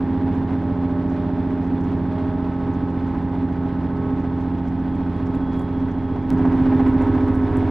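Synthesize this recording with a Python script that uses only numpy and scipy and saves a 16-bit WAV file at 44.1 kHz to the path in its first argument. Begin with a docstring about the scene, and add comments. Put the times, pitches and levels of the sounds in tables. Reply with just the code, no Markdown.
"""Inside a diesel railcar at speed. From the start a six-cylinder engine under the floor thumps and drones as
summed tones, with a boom that beats at first; shaped noise makes the wheel rumble, and a gear whine climbs.
Loose trim buzzes and panels rattle in noise bursts; later a wheel sings faintly and small fittings tick.
Near the end, with a sharp click, the sound steps to a louder stretch of the ride with more thuds and ticks."""
import sys
import numpy as np
from scipy import signal
from scipy.fft import rfft, irfft
from scipy.io import wavfile

SR = 44100
rng = np.random.default_rng(int(sys.argv[2]) if len(sys.argv) > 2 else 0)


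def store_wav(level_fs):
    """Save 16-bit WAV to argv[1]."""
    pcm = np.round(np.clip(np.atleast_2d(level_fs), -1, 1) * 32767)
    wavfile.write(sys.argv[1], SR, pcm.T.astype(np.int16))


N = 339570
T = np.arange(N) / SR
BINS = np.fft.rfftfreq(N, 1 / SR)
STEP_S = 6.304  # the loud stretch starts here
LOUD = np.clip((T - STEP_S) / .004, 0, 1)  # 0 in the quiet stretch, 1 in the loud one


def amp(db):
    """Turns decibels into a gain."""
    return 10 ** (np.asarray(db) / 20)


def unit(x):
    """Scales a signal to rms 1."""
    return x / np.sqrt(np.mean(x ** 2) + 1e-20)


def sine(turns):
    """A sine wave of rms 1 from a count of turns."""
    return np.sqrt(2) * np.sin(2 * np.pi * turns)


def curves(rows):
    """Draws each column of a table as a curve in time."""
    s, *columns = np.transpose(rows)
    return [np.interp(T, s, column) for column in columns]


def spectra(rows, hz):
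    """Draws each column of a table along a log-frequency axis."""
    f, *columns = np.transpose(rows)
    return [np.interp(np.log(hz + 1), np.log(f + 1), column) for column in columns]


def drift(rate_hz, size=8192):
    """Slow random wander of rms 1."""
    a, b = rng.standard_normal((2, size))
    return unit(irfft((a + 1j * b) / (1 + (BINS[:size] / rate_hz) ** 4), N))


def band(hz, width_hz):
    """Noise gathered around one frequency, rms 1."""
    noise = rfft(rng.standard_normal(N))
    return unit(irfft(noise / (1 + (2 * (BINS - hz) / width_hz) ** 2), N))


def resonance(hz, centre_hz, width_hz):
    """Gain of one resonance, 1 at its centre."""
    return 1 / np.sqrt(1 + (2 * (hz - centre_hz) / width_hz) ** 2)


def soft_pulse(t, rise_s):
    """A bump that rises to 1 at rise_s, then dies away."""
    return t / rise_s * np.exp(1 - t / rise_s)


def add(mix, s, sound):
    """Mixes a sound in at time s."""
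    part = mix[max(round(s * SR), 0):][:len(sound)]
    part += sound[:len(part)]


# engine cycles, one every two crank turns, sagging slowly under load: (t/s, f/Hz)
ENGINE_SPEED = [(0, 14.674), (4.1, 14.61), (6.3, 14.602), (6.35, 14.575), (7.7, 14.575)]
THUMP_S, LOUD_THUMP_S = .0411, 6.3487  # first thump of the quiet and of the loud stretch


def engine_cycles():
    """Counts engine cycles, turning a little unevenly; each thump falls on a whole number."""
    unsteady = (.0003 + .0009 * LOUD) * drift(7.)
    cycles = np.cumsum(curves(ENGINE_SPEED)[0] * (1 + unsteady)) / SR
    cycles = cycles - np.interp(THUMP_S, T, cycles)
    # the beat shifts at the step
    return cycles - (T >= STEP_S) * (np.interp(LOUD_THUMP_S, T, cycles) % 1)


# the firing tone and its harmonics: (t/s, order 6 level/dB, order 12 level/dB, order 18 level/dB)
FIRING_TONES = [(0, -31, -32, -25), (1.5, -31.5, -29.5, -26), (3, -32, -32, -27.5),
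                (5.1, -31.5, -30.5, -26.5), (6.29, -32.5, -36.5, -26), (6.315, -29.5, -27, -22),
                (6.85, -29.5, -33.5, -17.5), (7.1, -26.5, -40.5, -20), (7.7, -26.5, -54, -22.5)]
# the boom, order 18, swells or dips briefly: (t/s, change of level/dB)
BOOM_CHANGES = [(.49, -0.5), (1.159, -1), (1.39, 3.5), (1.73, 5), (3.43, 6), (3.64, 3.5), (4.12, 5),
                (4.37, 0.5), (5.15, -8.5), (5.66, -10), (5.82, 5), (6.15, -4), (6.33, 2.5), (6.45, 3.5),
                (7.05, -7), (7.51, -7.5)]
SURGE_S = 0.03
# the boom throbs once a cycle, cresting shortly before the thump: depth (dB), place in the cycle (0-1)
THROB_DB, THROB_AT = 2.8, .78
# a weaker tone just above order 18 makes the boom beat, then fades
BEAT_HZ, BEAT_PEAK_S, BEAT_DB, BEAT_FADE_S = 7.2, .41, -34, 1


def engine_drone(cycles, flutter_db=0.46):
    """Six firings a cycle: the firing tone, its octave and the booming, beating third harmonic."""
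    turns = [k * 6 * cycles + .08 * rng.standard_normal() for k in (1, 2, 3)]
    firing, octave, boom = curves(FIRING_TONES)
    boom = boom + THROB_DB * np.cos(2 * np.pi * (cycles - THROB_AT))
    boom = boom + sum(db * np.exp(-((T - s) / SURGE_S) ** 2) for s, db in BOOM_CHANGES)
    tones = sum(amp(db + flutter_db * drift(2.5)) * np.cos(2 * np.pi * turn)
                for turn, db in zip(turns, (firing, octave, boom)))
    beat_level = amp(BEAT_DB) / (1 + (T / BEAT_FADE_S) ** 8)
    beat = beat_level * np.cos(2 * np.pi * (turns[-1] + BEAT_HZ * (T - BEAT_PEAK_S)))
    return np.sqrt(2) * (tones + beat)


TIMING_ORDER = 56  # tone of the timing gears, in multiples of the engine cycle
# prominent engine orders: (multiple of the cycle, quiet level/dB, loud level/dB)
STRONG_ORDERS = [(2, -60, -44), (3, -48, -44), (4, -42, -37), (5, -49, -43), (7, -36, -30), (8, -44, -38),
                 (9, -40, -41), (10, -42, -37), (11, -53, -41), (13, -49, -53), (14, -46, -45),
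                 (15, -38, -35), (16, -50, -47), (17, -53, -41), (19, -56, -52), (20, -42, -36),
                 (21, -41, -32), (22, -45, -47), (24, -43, -37), (26, -46, -45), (27, -55, -51),
                 (28, -38.5, -33), (29, -55, -51), (30, -54, -53), (31, -55, -53), (36, -57, -48),
                 (42, -50, -45), (50, -55, -54), (61, -48, -54), (63, -51, -44), (66, -65, -48),
                 (67, -58, -50), (70, -55, -49), (75, -52, -50), (86, -60, -57), (88, -53, -49),
                 (103, -57, -52), (106, -62, -58), (112, -63, -54), (124, -63, -58)]
# rough level of the other orders, before a 1 dB cut and random scatter: (f/Hz, quiet level/dB, loud level/dB)
OTHER_ORDERS = [(15, -80, -70), (360, -63, -52), (470, -55, -53), (650, -58, -58), (830, -60, -55),
                (980, -59, -56), (1180, -66, -62), (1350, -68, -62), (1600, -68, -61), (1850, -71, -65),
                (2300, -82, -78), (3000, -87, -85)]


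def engine_orders(cycles, size=8192, count=210):
    """A pressure wave repeats every cycle and thumps; each order wavers on its own as the load changes."""
    k = np.arange(1, count + 1)
    hz = k * np.mean(np.array(ENGINE_SPEED)[:, 1])
    named = np.array(STRONG_ORDERS)
    levels_db = np.array(spectra(OTHER_ORDERS, hz)) + 1.7 * rng.standard_normal(count) - 1
    levels_db[:, named[:, 0].astype(int) - 1] = named[:, 1:].T
    # the drone and the timing gears have functions of their own
    levels = amp(levels_db) * ~np.isin(k, (6, 12, 18, TIMING_ORDER))
    # one cylinder thumps harder: low orders arrive nearly together, the body scatters the high ones
    thump = (.92 + (hz / 380) ** 2) * rng.standard_normal(count)
    slow, fast = 2 * np.pi * rng.random((2, count))
    place = cycles % 1 * size
    out = np.zeros(N)
    for weight, phases in ((.94, thump), (.24 * drift(1.), slow), (.22 * drift(4.), fast)):
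        spectrum = np.pad(levels * np.exp(1j * phases), ((0, 0), (1, 0)))
        waves = irfft(spectrum, size) * size / np.sqrt(2)
        # read the one-cycle wave at the engine's place in its cycle
        quiet, loud = (np.interp(place, np.arange(size + 1), np.append(w, w[0])) for w in waves)
        out += weight * (quiet * (1 - LOUD) + loud * LOUD)
    return out


# song of the timing gears: (t/s, level/dB)
TIMING_LEVEL = [(0, -40.5), (1, -42.5), (3.2, -42), (4.5, -44), (6.3, -43.5), (6.75, -43), (7.2, -41.5),
                (7.45, -51.5)]


def timing_gears(cycles, flutter_db=0.46):
    """The timing gears sing on one engine order."""
    return amp(curves(TIMING_LEVEL)[0] + flutter_db * drift(1.8)) * sine(TIMING_ORDER * cycles)


def belt_hum(cycles, order=19.42, level_db=-46.5):
    """A belt-driven auxiliary hums between the engine's orders."""
    return amp(level_db) * sine(order * cycles)


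def saloon_boom(hz=276, width_hz=18, level_db=-40, rise_db=1.5):
    """Rumble rings in the saloon just above the drone and beats quickly against it."""
    return amp(level_db + rise_db * LOUD) * band(hz, width_hz)


def flutter(x, depth_db=0.82, sway_db=0.25, count=5):
    """Rough rail: each band of the roar flutters quickly and sways slowly on its own."""
    octaves = np.log2(BINS + 1)
    centres = np.log2(np.geomspace(500, 2800, count))
    spectrum = rfft(x)
    out = 0
    for share in np.eye(count):
        one_band = irfft(spectrum * np.interp(octaves, centres, share), N)
        out = out + one_band * amp(depth_db * drift(45.) + sway_db * drift(3.2))
    return out


def knock(cycles, depth=0.089, uneven=0.42, sharp=0.15, swell_db=0.4, count=6):
    """Loudness of the noise: a surge at each firing, uneven between cylinders, and a swell between thumps."""
    strength = 1 + uneven * unit(rng.standard_normal(count))
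    firings = cycles * count
    surge = strength[firings.astype(int) % count] * np.exp(-(firings % 1) / sharp)
    pulses = 1 + depth * unit(surge - surge.mean())
    return unit(pulses * amp(-swell_db * np.cos(2 * np.pi * cycles)))


# wheel rumble and engine roar through the floor: (f/Hz, quiet level/dB per Hz, loud level/dB per Hz)
ROAR_COLOUR = [(12, -67, -67), (25, -63, -59), (33, -66, -58), (60, -61, -57), (140, -58, -53),
               (210, -60.5, -56), (310, -58.5, -53), (380, -66, -61), (480, -71.5, -69), (700, -72.5, -68),
               (980, -72, -67), (1200, -80, -76.5), (2100, -84.5, -79), (2800, -91.5, -86.5),
               (4300, -98.5, -95), (7000, -115, -109.5), (10600, -119, -113), (15000, -129, -123)]
# panel and air resonances that lift the roar: (f/Hz, width/Hz, lift/dB)
PANEL_LIFTS = [(277.1, 8.1, 8.5), (3450, 370, 4.5)]
# how alike the noise is on left and right: (f/Hz, coherence from 0 to 1)
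LEFT_RIGHT_LIKENESS = [(20, .98), (300, .997), (1000, .96), (2000, .86), (4000, .8), (8000, .45),
                       (14000, .5)]


def roar(cycles, split_hz=480, swell_db=-0.03, hiss_flutter_db=1.05):
    """Rumble from the wheels below, noise pulsing with the cylinders above, both coloured by the panels."""
    a, b = rfft(rng.standard_normal((2, N))) * np.sqrt(SR / 2)
    same = np.clip(spectra(LEFT_RIGHT_LIKENESS, BINS)[0], -1, 1)
    pair = np.array([a, same * a + np.sqrt(1 - same ** 2) * b])
    upper = 1 / (1 + (split_hz / (BINS + 1)) ** 4)
    pulsing = rfft(flutter(irfft(pair, N)) * knock(cycles) * amp(hiss_flutter_db * drift(15.0)))
    lift_db = sum(db / (1 + (2 * (BINS - hz) / width) ** 2) for hz, width, db in PANEL_LIFTS)
    noise = (pair * (1 - upper) + pulsing * upper) * amp(lift_db)
    quiet, loud = (irfft(noise * amp(db), N) for db in spectra(ROAR_COLOUR, BINS))
    return (quiet * (1 - LOUD) + loud * LOUD) * amp(swell_db * drift(1.4))


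# the hardest shakes of the floor panels, before shake_db: (t/s, level/dB)
PANEL_SHAKES = [(.496, -38), (.524, -37), (1.111, -39), (2.204, -40), (3.141, -38), (3.325, -38),
                (4.236, -37), (4.418, -42), (4.998, -38), (5.339, -39), (6.151, -36), (6.319, -34),
                (6.386, -32), (6.446, -31.5), (6.52, -30), (6.546, -34), (6.655, -31), (6.718, -29),
                (6.793, -28), (6.858, -30), (6.96, -36), (7.006, -28.5), (7.064, -29.5), (7.135, -35),
                (7.205, -35), (7.275, -30), (7.615, -34)]


def clatter(decay_s=0.0056, per_s=30, steady_db=-52, rise_db=8, shake_db=-2):
    """Floor panels shake in quick, uneven bursts over a light rattle that grows on the loud stretch."""
    hits = (rng.random(N) < per_s / SR) * amp(6 * np.minimum(rng.exponential(1, N), 2))
    t = np.arange(SR // 15) / SR
    rattle = unit(signal.oaconvolve(hits, np.exp(-t / decay_s))[:N])
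    bursts = amp(steady_db + rise_db * LOUD) * rattle
    for s, db in PANEL_SHAKES:
        add(bursts, s, amp(db + shake_db) * soft_pulse(t, .008))
    # colour of the panels: (f/Hz, level/dB), rescaled to rms 1
    colour_db, = spectra([(120, -8.0), (350, 2.5), (550, 4.5), (800, 10.5), (1000, 8.5), (1250, -4),
                          (1900, -7.5), (3000, -21), (6000, -37.0), (15000, -66.5)], BINS)
    return irfft(rfft(bursts * rng.standard_normal(N)) * unit(amp(colour_db)), N)


# thuds from the wheels: (t/s, f/Hz, level/dB)
WHEEL_THUDS = [(3.162, 80, -25), (6.548, 115, -21), (6.614, 154, -17.5), (6.775, 169, -22),
               (7.29, 175, -23.5)]


def bumps(rise_s=0.0036):
    """The wheels meet uneven rail: short, dull thuds through the suspension."""
    t = np.arange(SR // 8) / SR
    out = np.zeros(N)
    for s, hz, db in WHEEL_THUDS:
        add(out, s, amp(db) * soft_pulse(t, rise_s) * np.sin(2 * np.pi * hz * t))
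    return out


# gear teeth meeting in the final drive, climbing with road speed: (t/s, f/Hz)
TOOTH_PITCH = [(0, 576), (2.25, 626), (4.7, 679), (7.7, 738)]
# resonances of the gear case that swell the whine: (f/Hz, width/Hz, level/dB)
CASE_RESONANCES = [(601, 23, -40.5), (626, 10, -39.8), (651, 9, -50.5), (677, 12, -51.5), (735, 9, -41.5)]
WHINE_DB = -62.5  # between the resonances
# the shaft's throb grows as it nears a resonance of the floor
SHAFT_HZ, SHAFT_WIDTH_HZ, SHAFT_DB = 27.2, 2.7, -37


def drive_train(teeth_count=27):
    """Gear teeth whine as the train gathers speed; the unbalanced shaft throbs once a turn."""
    mesh_hz, = curves(TOOTH_PITCH)
    meshes = np.cumsum(mesh_hz + .3 * drift(6.)) / SR
    case_power = sum((amp(db) * resonance(mesh_hz, hz, width) ** 2) ** 2
                     for hz, width, db in CASE_RESONANCES)
    carried = np.sqrt(amp(WHINE_DB) ** 2 + case_power)
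    whine = carried * amp(.5 * drift(5.)) * sine(meshes)
    shaft_gain = resonance(mesh_hz / teeth_count, SHAFT_HZ, SHAFT_WIDTH_HZ)
    return whine + amp(SHAFT_DB) * shaft_gain * sine(meshes / teeth_count)


# the hardest jolts that buzz the loose trim, before buzz_db: (t/s, level/dB)
TRIM_JOLTS = [(0.343, -59), (1.094, -61), (1.666, -62), (1.803, -61), (1.834, -59), (2.186, -62),
              (2.733, -62), (2.894, -61), (3.067, -61), (4.195, -60), (4.4, -59), (4.672, -60),
              (4.949, -62), (5.16, -64), (5.255, -61), (5.527, -57), (5.563, -62), (5.907, -59),
              (6.373, -56), (7.138, -56)]
# the kick comes a little over half a cycle after each thump; the trim is louder at each roll of the carriage
KICK_AT, ROLL_PEAK_S, ROLL_EVERY_S = .56, .36, .388


def trim(cycles, buzz_db=-8.5, buzz_s=0.007, chatter_db=-83, chatter_rise_db=4, kick_db=-76.5,
         kick_width=0.08, uneven_db=2.0, roll_db=2, hz=5700, width_hz=3000):
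    """Loose trim chatters, is kicked once in every engine cycle, and buzzes briefly when jolted."""
    t = np.arange(SR // 8) / SR
    clumps = amp(5 * np.minimum(drift(20.), 2))
    kick_level = amp(kick_db + uneven_db * np.minimum(drift(8.), 1))
    kicks = kick_level * np.exp(-((cycles % 1 - KICK_AT) / kick_width) ** 2)
    roll = roll_db * np.cos(2 * np.pi * (T - ROLL_PEAK_S) / ROLL_EVERY_S)
    shake = (amp(chatter_db) * clumps + kicks) * amp(chatter_rise_db * LOUD + roll)
    for s, db in TRIM_JOLTS:
        add(shake, s, amp(db + buzz_db) * soft_pulse(t, buzz_s))
    contacts = unit(amp(3.5 * drift(500.)))
    # part of the noise is shared by both sides, part is each side's own
    rustle = unit(band(hz, width_hz) + np.array([band(hz, width_hz), band(hz, width_hz)]))
    return shake * contacts * rustle


# small hard ticks of the fittings: (t/s, level/dB, sizzle level/dB as the part settles)
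FITTING_TICKS = [(4.4039, -60, -80), (4.8963, -58, -84), (4.9516, -54, -82), (5.162, -60, -73),
                 (5.3496, -46, -69), (5.558, -58, -75), (5.5923, -42, -68), (5.618, -54, -68),
                 (6.329, -45, -78), (6.621, -51, -84), (6.878, -46, -78), (7.0205, -41, -74),
                 (7.278, -55, -69), (7.351, -45, -63), (7.517, -53, -76), (7.5677, -38, -62)]
# what the fittings ring with: (f/Hz before a small random shift, relative level/dB, time to fall 60 dB/s)
FITTING_TONES = [(6600, -4, .01), (7500, 5, 0.016), (8600, 1.5, .016), (9600, -2.5, .012),
                 (10600, -3, .018)]


def ticks(tail_t60=0.17, scrape_db=-2, scrape_s=.012, grain_db=3):
    """Tiny hard contacts: the part scrapes, strikes, and settles with a grainy sizzle."""
    t = np.arange(SR // 5) / SR
    out = np.zeros((2, N))
    for channel in out:
        tail = np.zeros(N)
        for s, db, sizzle_db in FITTING_TICKS:
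            ring = sum(amp(d - 60 * t / t60) * np.sin(2 * np.pi * hz * rng.uniform(0.93, 1.05) * t)
                       for hz, d, t60 in FITTING_TONES)
            contact = .17 * np.diff(rng.standard_normal(len(t)), prepend=0) * np.exp(-t / .002)
            add(channel, s + 0.0025, amp(db) * (ring / abs(ring).max() + contact))
            add(tail, s, amp(sizzle_db - 60 * t / tail_t60))
            # the scrape grows until the strike
            add(tail, s - t[-1], amp(sizzle_db + scrape_db) * np.exp(-t[::-1] / scrape_s))
        sizzle = unit(.6 * band(10500, 1500) + band(9500, 8000))
        channel += tail * sizzle * unit(amp(grain_db * drift(400.)))
    return out


def click():
    """One sharp, dry click where the sound steps up."""
    out = np.zeros(N)
    decay = np.exp(-np.arange(200) / SR / .00012)
    add(out, STEP_S, amp(-19) * np.convolve(decay, [.15, .7, .15]))
    return out


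# a wheel sings on the curve, swelling and easing: (t/s, f/Hz, tone level/dB, rubbing halo level/dB)
WHEEL_SONG = [(0, 3320, -90, -77), (4.3, 3290, -82, -77), (4.68, 3280, -71, -74), (4.8, 3280, -73, -74),
              (4.96, 3283, -66, -73), (5.25, 3298, -66.5, -73), (5.35, 3315, -69, -72),
              (5.5, 3330, -60, -65.5), (5.6, 3330, -60.5, -65), (5.7, 3305, -66, -69),
              (5.9, 3315, -67, -68), (6.08, 3295, -66.5, -70), (6.26, 3322, -65, -70),
              (6.35, 3320, -90, -74)]


def wheel_ring():
    """The singing wheel: a wavering tone in a halo of rubbing noise."""
    hz, tone_db, halo_db = curves(WHEEL_SONG)
    tone = sine(np.cumsum(hz + 10 * drift(25.)) / SR)
    return amp(tone_db) * tone + amp(halo_db) * band(3335, 220)


def turbo_whistle(level_db=-84, rise_db=5):
    """A thin, slightly wavering turbo whistle, stronger on the loud stretch."""
    return amp(level_db + rise_db * LOUD) * sine(np.cumsum(5109 + 9 * drift(15.)) / SR)


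# how far the sound leans to one side: (f/Hz, left minus right level/dB)
LEFT_LEAN = [(30, -2.5), (90, -2.5), (250, -1.9), (550, -2), (1100, -2), (2200, -1), (4500, 0.3),
             (12000, 0.3)]


def scene():
    """Engine orders and running noise swell together with the load; the low end leans to the right."""
    cycles = engine_cycles()
    # the engine dips for an instant as its beat shifts at the step
    dip = 1 - np.exp(-((T - STEP_S) / .0015) ** 2)
    # how strongly the floor carries the noise: (t/s, level/dB)
    load_db, = curves([(0, 0.67), (3, 0.4), (4.7, -0.89), (5.5, 0.32), (6.35, -1), (6.85, 0.92),
                       (7.25, -0.84), (7.7, -0.5)])
    tones = engine_drone(cycles) + timing_gears(cycles) + belt_hum(cycles)
    running = dip * engine_orders(cycles) + saloon_boom() + roar(cycles) + clatter() + bumps()
    mix = dip * tones + amp(load_db) * running + drive_train() + trim(cycles) + ticks()
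    mix = mix + click() + wheel_ring() + turbo_whistle()
    lean_db = spectra(LEFT_LEAN, BINS)[0] / 2
    softened = mix * signal.windows.tukey(N, .001)  # very short fades at both ends
    return irfft(rfft(softened) * amp([lean_db, -lean_db]), N)


def record(dry, edge_hz=15400):
    """The microphone sheds the deepest rumble; then a filter removes the highest treble."""
    thinned = signal.sosfilt(signal.butter(2, 14, "highpass", fs=SR, output="sos"), dry)
    low_pass = signal.firwin(511, edge_hz, window=("kaiser", 9), fs=SR)
    return signal.oaconvolve(thinned, low_pass[None], "same")


dry = scene()
out = record(dry)
store_wav(out)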